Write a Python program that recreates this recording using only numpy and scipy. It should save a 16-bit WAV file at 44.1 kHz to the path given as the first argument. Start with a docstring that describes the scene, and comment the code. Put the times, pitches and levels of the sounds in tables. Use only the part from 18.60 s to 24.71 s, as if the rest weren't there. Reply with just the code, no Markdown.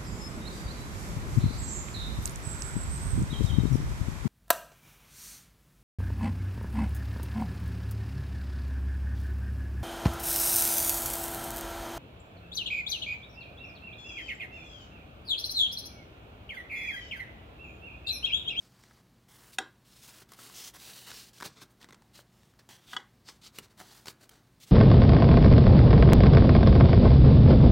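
"""Handling paper banknotes

Notes are drawn from a plastic tray, fanned out and laid on a ring binder, close to the microphone.
Sheet slides on sheet with a fine, grainy hiss, and the notes snap and tap as they bend. Twice a bundle
drops back into its slot and knocks the tray. Behind it all is a small, quiet room with a faint hum."""
import sys
import numpy as np
from scipy import signal
from scipy.fft import rfft, irfft
from scipy.io import wavfile

SR = 44100
rng = np.random.default_rng(int(sys.argv[2]) if len(sys.argv) > 2 else 0)


def store_pcm(level_fs):
    """Save levels as 16-bit WAV."""
    pcm = np.round(np.clip(level_fs, -1, 1) * 32767).astype(np.int16)
    wavfile.write(sys.argv[1], SR, np.atleast_2d(pcm).T)


N = 269465
TIME = np.arange(N) / SR

# The paper's tone in three parts, each listed as f/Hz, level/dB:
# the hiss of rubbing fibres
RUB_TONE = [(1200, -19.5), (2200, -3.5), (3000, 0.5), (4300, 1), (6000, -1), (8500, -5), (11000, -23),
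            (16000, -22)]
# the lower sound of the whole sheet bending, called its body
BODY_TONE = [(35, -24), (100, -3), (200, -3), (380, 1), (550, -4), (1050, -0.5), (1550, -1.5), (2100, -4.5),
             (3200, -24)]
# the very high hiss of the cut edges
EDGE_TONE = [(6000, -7), (9500, -0.5), (12000, -3.5), (15000, -2.5), (16500, -3)]
# bundles landing in the tray: t/s, level/dB, place (0 = back slot, 1 = front slot)
LANDINGS = [(0.9842, -28.5, 0.037), (4.3315, -38.5, 0.65), (4.3646, -33.5, 0.89), (4.401, -55, 0.55)]


def from_db(db):
    """Turns decibels into a factor to multiply a sound by."""
    return 10 ** (np.asarray(db) / 20)


def unit_level(x):
    """Scales a signal to an average power of 1."""
    return x / np.sqrt(np.mean(x ** 2) + 1e-20)


def at_hz(points, hz):
    """Reads between the rows of a table, giving every octave the same space."""
    known_hz, values = np.transpose(points)
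    return np.interp(np.log(np.maximum(hz, 1)), np.log(known_hz), values)


def colour(x, tone, size=2048):
    """Filters a sound to the tone in a table; white noise keeps its power."""
    gains = from_db(at_hz(tone, np.fft.rfftfreq(size, 1 / SR)))
    cepstrum = irfft(np.log(gains))
    # fold the second half onto the first, so the filter rings only after a click, never before
    cepstrum[1:size // 2] *= 2
    cepstrum[size // 2 + 1:] = 0
    response = irfft(np.exp(rfft(cepstrum)))
    return signal.fftconvolve(x, response / np.linalg.norm(response))[:len(x)]


def drift(per_s):
    """A curve that wanders to a new random value per_s times a second."""
    points = rng.standard_normal(int(N / SR * per_s) + 2)
    return unit_level(np.interp(TIME * per_s, np.arange(len(points)), points))


def moving_resonance(x, hz, width_hz):
    """Picks out a band of the sound around a moving pitch."""
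    turn = np.exp(2j * np.pi * np.cumsum(hz) / SR)
    decay = np.exp(-np.pi * width_hz / SR)
    return 2 * np.real(turn * signal.lfilter([1 - decay], [1, -decay], x / turn))


def air_and_hum():
    """Ventilation rushes softly and the mains power hums."""
    # ventilation noise: f/Hz, level/dB
    air_tone = [(24, -44), (47, 10), (90, 2.5), (200, 5.5), (400, -8), (800, -9.5), (2000, -17),
                (5000, -22), (10000, -27), (16000, -27)]
    # tones of the hum: f/Hz, level/dB
    hum_tones = [(120, -70.5), (240, -93), (360, -81)]
    hum = sum(np.sqrt(2) * from_db(db) * np.sin(2 * np.pi * (hz * TIME + rng.random()))
              for hz, db in hum_tones)
    air = unit_level(colour(rng.standard_normal(N), air_tone))
    return from_db(-64.5) * air + hum


def finger_strokes():
    """Each stroke grips, swells or fades, then dies away; the loudest one has most say in the tone."""
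    # paper sliding over paper or along the tray: start/s, rise/s, length/s, level/dB, swell/dB,
    # then its tone: body/dB, edges/dB, ring/Hz, ring/dB (these three dB values count from the level)
    strokes = [(-0.01, .005, .095, -65, 0, -5.5, -8, 4870, -4),
               (0.087, 0.013, 0.32, -69.5, 0, 0.5, -6, 4800, -3),
               (0.199, .01, 0.069, -68.5, 1, -9, -10, 5500, 4),
               (0.682, .002, 0.23, -63, 2, 0.5, 0.5, 4700, -24),
               (0.909, .02, 0.036, -59, 12, -16, -0.5, 4700, -13),
               (1.241, 0.011, 0.16, -62.5, 11, -10, -3.5, 3300, -13),
               (1.397, .02, 0.11, -56, 4, -9, -1, 6340, 0),
               (1.504, .01, .12, -57, 2.5, -5.5, -2.5, 6440, -21),
               (1.685, .004, 0.07, -64, 5, -1, -3.5, 4500, -17),
               (1.752, 0.043, .19, -54, -2, -5, -2, 4500, -22),
               (1.938, 0.0088, 0.15, -48.5, 2.5, -11, -2.5, 5940, 6.5),
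               (2.13, 0.019, 0.038, -52.5, 0, 0, -3, 3500, -15),
               (2.164, .05, 0.29, -52, -2, -9, -1.5, 3800, -0.5),
               (2.268, 0.01, .042, -58, -5, 10, 3, 1700, 4),
               (2.443, 0.024, 0.075, -50, 1, -4.5, -5.5, 3600, -6),
               (2.513, 0.021, 0.18, -52, -10.5, -11, -4, 4900, 1.5),
               (2.73, 0.0035, 0.12, -58.5, -1, -7, -4.5, 5300, 0),
               (2.832, 0.0083, 0.029, -46.5, 15, -2, -5, 4460, 0),
               (2.87, .005, 0.091, -64, -9, -9, -14, 4800, -2), (2.955, .01, .047, -61, 4, 2, -13, 3740, 5),
               (3.004, .014, 0.024, -54, 7.5, -2.5, -5, 3830, 3.5),
               (3.095, .01, .025, -74, 0, 0, 4, 3800, -6), (3.198, 0.0079, 0.041, -65, 7, 5, -6, 3900, 9),
               (3.528, 0.03, 0.081, -56, -5.5, -8.5, -5.5, 3970, -3),
               (3.71, .02, 0.21, -72, -3, -6.5, -6, 3500, -16),
               (3.988, 0.0071, 0.015, -60, -6, 2, -9, 4840, 2),
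               (4.088, 0.0025, .08, -57, -4.5, -5, -7, 2940, -4),
               (4.17, .01, 0.13, -68.5, 0, -2, -6, 3270, 3),
               (4.258, .02, 0.087, -57.5, 10.5, -4.5, -4.5, 3100, 11),
               (4.634, 0.049, 0.064, -57.5, 18.5, -4, -10, 4940, 6.5),
               (4.702, .005, 0.067, -64, -2, -7.5, -9, 5000, -18),
               (4.813, .003, 0.059, -54, 13, -9.5, -9, 4230, 4.5),
               (4.919, 0.04, 0.074, -56.5, 10, -3.5, -5.5, 4200, -6),
               (5.014, 0.018, .045, -59.5, -5, -6, -6, 4200, -2),
               (5.094, .015, .025, -67, 0, 2, -5, 4200, -4),
               (5.167, .03, 0.064, -55, -2.5, -1.5, -3.5, 4250, -2),
               (5.224, .01, .11, -60, 4.5, -2, -4, 4260, 3),
               (5.338, 0.011, 0.13, -63, -16, -3.5, -2.5, 4200, -4),
               (5.452, .01, 0.051, -52, 9, -7, -3.5, 4400, -4),
               (5.594, .025, 0.05, -59.5, 4, -1.5, -5, 4540, -8),
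               (5.702, .015, 0.1, -64.5, -12, 2, -9, 4200, -8),
               (5.999, .003, 0.041, -55, 9.5, -19, -6, 3400, -21),
               (6.058, .015, 0.059, -56.5, 5, -8, -7, 3300, -12)]
    # held notes never quite rest: level/dB, body/dB, edges/dB, ring/Hz, ring/dB
    held = (-81.5, 1.5, -4, 4204, 3)
    arch_db, release_db_per_s = 2, 720
    power = np.full(N, from_db(held[0]) ** 2)
    tone = np.outer(held[1:], power)
    for start, rise, length, level, swell, *stroke_tone in strokes:
        age = TIME - start
        progress = np.clip(age / length, 0, 1)
        db = level + swell * (progress - .5)
        db -= arch_db * (2 * progress - 1) ** 2   # the fingers move fastest halfway through
        db -= release_db_per_s * np.clip(age - length, 0, .5)
        stroke_power = (from_db(db) * np.clip(age / rise, 0, 1)) ** 2
        power += stroke_power
        tone += np.outer(stroke_tone, stroke_power)
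    return 10 * np.log10(power), *(tone / power)


def tiny_slips(per_s, spread_db):
    """Fibres catch and let go, making tiny clicks of uneven size."""
    sizes = from_db(spread_db * np.minimum(rng.exponential(1, N), 5))
    signs = rng.choice([-1, 1], N)
    return unit_level(sizes * signs * (rng.random(N) < per_s / SR))


def sliding_paper(rub_db, body_db, edge_db, ring_db, crease_db, tremble_db, bend_octaves, bend_db):
    """Tiny slips shake the sliding sheet into a hiss, and the sheet or the tray rings."""
    level, body, edge, ring_hz, ring = finger_strokes()
    # the ring and the body waver as the sheet bends
    ring_hz = ring_hz * 2 ** (bend_octaves * drift(per_s=22))
    body = body + bend_db * drift(per_s=22)
    level = level + tremble_db * drift(per_s=140)   # the finger pressure trembles
    fibres = tiny_slips(per_s=24000, spread_db=2.0)
    creases = from_db(crease_db) * tiny_slips(per_s=220, spread_db=-4.5)
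    rub = colour((fibres + creases) * from_db(level + rub_db), RUB_TONE)
    ringing = from_db(ring + ring_db) * moving_resonance(rub, ring_hz, width_hz=940)
    coarse_slips = tiny_slips(per_s=3000, spread_db=2.5) * from_db(level + body + body_db)
    edge_slips = tiny_slips(per_s=26000, spread_db=3.5) * from_db(level + edge + edge_db)
    return rub + ringing + colour(coarse_slips, BODY_TONE) + colour(edge_slips, EDGE_TONE)


def nearby_echoes(x, strength=0.067, count=8, size=80):
    """Hands, binder and desk throw sound back within 2 ms; the tone shifts as the hands move."""
    out = x
    for _ in range(count):
        echoes = rng.standard_normal(size) * np.hanning(size)
        reflected = signal.fftconvolve(x, echoes / np.linalg.norm(echoes))[:N]
        out = out + strength * drift(per_s=7) * reflected
    return out


def faint_ticks(per_s=4.6, level_db=-55, spread_db=7.5, body_db=-1.0, edge_db=-17, hz=2640, fade_s=0.01):
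    """Creases and fingernails tick at random moments; gives extra rows for the table of snaps."""
    chance = rng.random((120, 3))
    times = np.cumsum(-np.log(1 - chance[:, 0])) / per_s
    return [(start, level_db + spread_db * loudness, body_db, edge_db, hz * 2 ** octaves, fade_s)
            for start, (loudness, octaves) in zip(times, 2 * chance[:, 1:] - 1) if start < N / SR]


def snapping_paper(crack_db, body_db, edge_db, pop_db, hard_snap_db, size=4096):
    """A note buckles with a short pop and flutters to rest; harder snaps start with a sharper click."""
    # notes bending, nails and edges tapping:
    # t/s, level/dB, body/dB, edges/dB (both count from the level), pop/Hz, time to fade by 60 dB/s
    snaps = [(0.2369, -37.5, -1, -20, 1890, 0.022), (0.3098, -48, 8, -12, 1270, .031),
             (1.6188, -44, 4, -8, 397, 0.038), (1.691, -42, -15, 0, 1080, 0.029),
             (1.7191, -38.5, 7, 9.5, 1110, 0.028), (1.735, -38, 0, 6, 5060, 0.025),
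             (1.7896, -41, 9.5, -7, 1280, .029), (1.8982, -36, 1, -9, 980, .016),
             (2.5049, -33.5, 4.5, -9, 3860, 0.021), (2.5155, -26.5, -4, -19, 1460, 0.032),
             (2.8022, -32, 3, -7, 1640, .014), (2.809, -26.5, 2, -17, 1600, 0.014),
             (2.824, -24.5, 4, -19, 960, 0.019), (2.829, -28, 5.5, -18, 1490, .011),
             (2.8603, -30, -7, -10, 4000, 0.025), (3.0181, -38.5, 6, -7, 1580, 0.047),
             (3.214, -39, -0.5, -16, 1850, .031), (3.2286, -37, -11, -20, 3530, 0.012),
             (3.2439, -33.5, 1.5, -20, 2000, 0.011), (3.288, -37, 2, -27, 1066, .07),
             (3.307, -40.5, 7, -18, 3760, 0.014), (3.325, -36.5, 1, -19, 2020, 0.036),
             (3.33, -36.5, 2, -20, 3500, 0.021), (3.3448, -36, -5, -17, 1040, 0.036),
             (3.4213, -44.5, 0.5, -15, 875, .018), (3.591, -42, 7, -14, 576, .024),
             (4.0904, -37.5, -1.5, -1, 7200, 0.015), (4.687, -27, -4.5, -30, 5280, 0.058),
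             (4.9864, -22.5, -2.5, 2, 2880, 0.025), (4.995, -35, -2, 3, 905, 0.022),
             (5.2014, -37.5, 9, 0, 734, 0.028), (5.2111, -41.5, 11.5, -9, 740, 0.03),
             (5.4579, -29.5, -4.5, -4, 870, 0.02), (5.4706, -30, 3, -9, 5300, 0.021),
             (5.4827, -22, -3, -19, 4600, 0.021), (5.6931, -36.5, -5, 8, 3200, 0.022)]
    out, age = np.zeros(N + size), np.arange(size) / SR
    for start, level, body, edge, hz, fade_s in snaps + faint_ticks():
        fade = from_db(-60 * age / fade_s)
        bursts = rng.standard_normal((3, size)) * fade
        bursts /= np.linalg.norm(bursts, axis=1, keepdims=True)
        bursts[:, 0] += 0.59 * from_db(0.47 * min(level - hard_snap_db, 0))   # the opening click
        snap = from_db(crack_db) * colour(bursts[0], RUB_TONE)
        snap -= from_db(body + body_db) * colour(bursts[1], BODY_TONE)
        snap += from_db(edge + edge_db) * colour(bursts[2], EDGE_TONE)
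        pop = np.sin(2 * np.pi * hz * age) * fade
        # a low pop belongs to the body of the sheet and grows with it
        snap += from_db(pop_db + body * (hz < 2300)) * pop / np.linalg.norm(pop)
        at = round(start * SR)
        out[at:at + size] += from_db(level) * snap
    return out[:N]


def tray_knocks(landing_s, size=16384):
    """The edge of a bundle lands and sets the plastic tray ringing."""
    # the tray's own tones: f/Hz, time to fade by 60 dB/s, level/dB hit at the back, level/dB hit at the front
    tray_tones = [(239, 0.065, -16.5, -14.5), (380, 0.14, -23, -17), (769.5, 0.093, 1.5, -12),
                  (985, 0.03, 0.5, 6), (1259, 0.034, -3, 9.5), (1460, 0.028, 6, 6.5), (1640, 0.05, 5, 1.5),
                  (1968, 0.033, 3, 2), (2506, 0.013, 10.5, -11), (2700, 0.015, 10.5, -11),
                  (3000, 0.041, -22, 10.5), (3257, 0.044, -1, 1), (3344, 0.043, -22, 15),
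                  (3615, 0.017, -10, -29), (3665, 0.025, 10, -12), (4535, 0.032, -3, -4),
                  (5150, 0.057, -42, -7), (5530, 0.036, -8, -28), (6200, 0.031, -7, -26),
                  (6640, 0.031, -5, -9), (7030, 0.013, 12.5, -32), (8240, 0.031, -3, -31),
                  (9480, 0.017, 1, -40), (10350, 0.017, -1.5, -50)]
    out, age = np.zeros(N + size), np.arange(size) / SR
    for start, level, place in LANDINGS:
        at = round(start * SR)
        for hz, fade_s, back_db, front_db in tray_tones:
            ring = np.sin(2 * np.pi * (hz * age + rng.random())) * from_db(-60 * age / fade_s)
            strength = from_db(level + back_db + place * (front_db - back_db))
            out[at:at + size] += strength * ring * np.minimum(age / landing_s, 1)
    return out[:N]


def sheet_slaps(slap_db, rise_s, fade_s, dull_above_hz, size=4096):
    """At each landing the sheets slap down in a burst of noise, duller towards the front slot."""
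    # tone of a slap: f/Hz, level/dB
    slap_tone = [(60, -32), (300, -7.0), (560, -10.5), (850, 2.5), (1300, -1.0), (1950, 1),
                 (2300, -13), (3400, 5.5), (4800, -5), (8000, -7), (16000, -19)]
    out, age = np.zeros(N + size), np.arange(size) / SR
    for start, level, place in LANDINGS:
        loudness = from_db(level + slap_db - 60 * age / fade_s) * np.minimum(age / rise_s, 1)
        slap = colour(rng.standard_normal(size) * loudness, slap_tone)
        dull = signal.lfilter(*signal.butter(1, dull_above_hz, fs=SR), slap)
        at = round(start * SR)
        out[at:at + size] += slap + place * (dull - slap)
    return out[:N]


def wall_echoes(x, build_up_s, size=20000):
    """Many echoes from the walls blur together; the highest sounds die soonest."""
    # how long the room rings: f/Hz, time to fade by 60 dB/s
    fade_times = [(150, 0.34), (700, 0.22), (1700, 0.29), (4000, 0.25), (8000, 0.18), (16000, 0.14)]
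    # tone of the echoes: f/Hz, level/dB
    wall_tone = [(200, -0.5), (1800, -5.0), (3500, -15.5), (7000, -16.0), (16000, -19)]
    age, echoes = np.arange(size) / SR, 0
    limits_hz = np.geomspace(100, 17000, 9)
    for low, high in zip(limits_hz, limits_hz[1:]):
        band_filter = signal.butter(2, [low, high], "band", fs=SR, output="sos")
        band = signal.sosfilt(band_filter, rng.standard_normal(size))
        echoes = echoes + band * from_db(-60 * age / at_hz(fade_times, np.sqrt(low * high)))
    echoes = colour(echoes * np.minimum(age / build_up_s, 1) ** 2, wall_tone)
    return signal.fftconvolve(x, echoes / np.linalg.norm(echoes))[:N]


def scene():
    """Paper and tray in the room, the same in both channels."""
    hiss = sliding_paper(rub_db=-2.5, body_db=-1.5, edge_db=1.0, ring_db=-4.0, crease_db=-15.5,
                         tremble_db=1.3, bend_octaves=0.04, bend_db=0.9)
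    paper = nearby_echoes(hiss)
    paper += snapping_paper(crack_db=2.0, body_db=4.5, edge_db=1.0, pop_db=3.0, hard_snap_db=-31.5)
    knocks = tray_knocks(landing_s=0.0029)
    slaps = sheet_slaps(slap_db=1.0, rise_s=0.0015, fade_s=0.023, dull_above_hz=7900)
    # the slaps in the tray are further away than the hands, so more of the room comes with them
    to_walls = from_db(-19.5) * paper + from_db(-21.5) * knocks + from_db(-4) * slaps
    mono = paper + knocks + slaps + wall_echoes(to_walls, build_up_s=0.013) + air_and_hum()
    return np.array([mono, mono])


def record(dry):
    """The microphone drops the deep bass, and the very highest sounds are cut steeply."""
    lowest_hz, highest_hz = 34, 16000
    bass_cut = signal.butter(3, lowest_hz, "high", fs=SR, output="sos")
    treble_cut = signal.ellip(10, .2, 70, highest_hz, fs=SR, output="sos")
    return signal.sosfilt(treble_cut, signal.sosfilt(bass_cut, dry))


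dry = scene()
out = record(dry)
store_pcm(out)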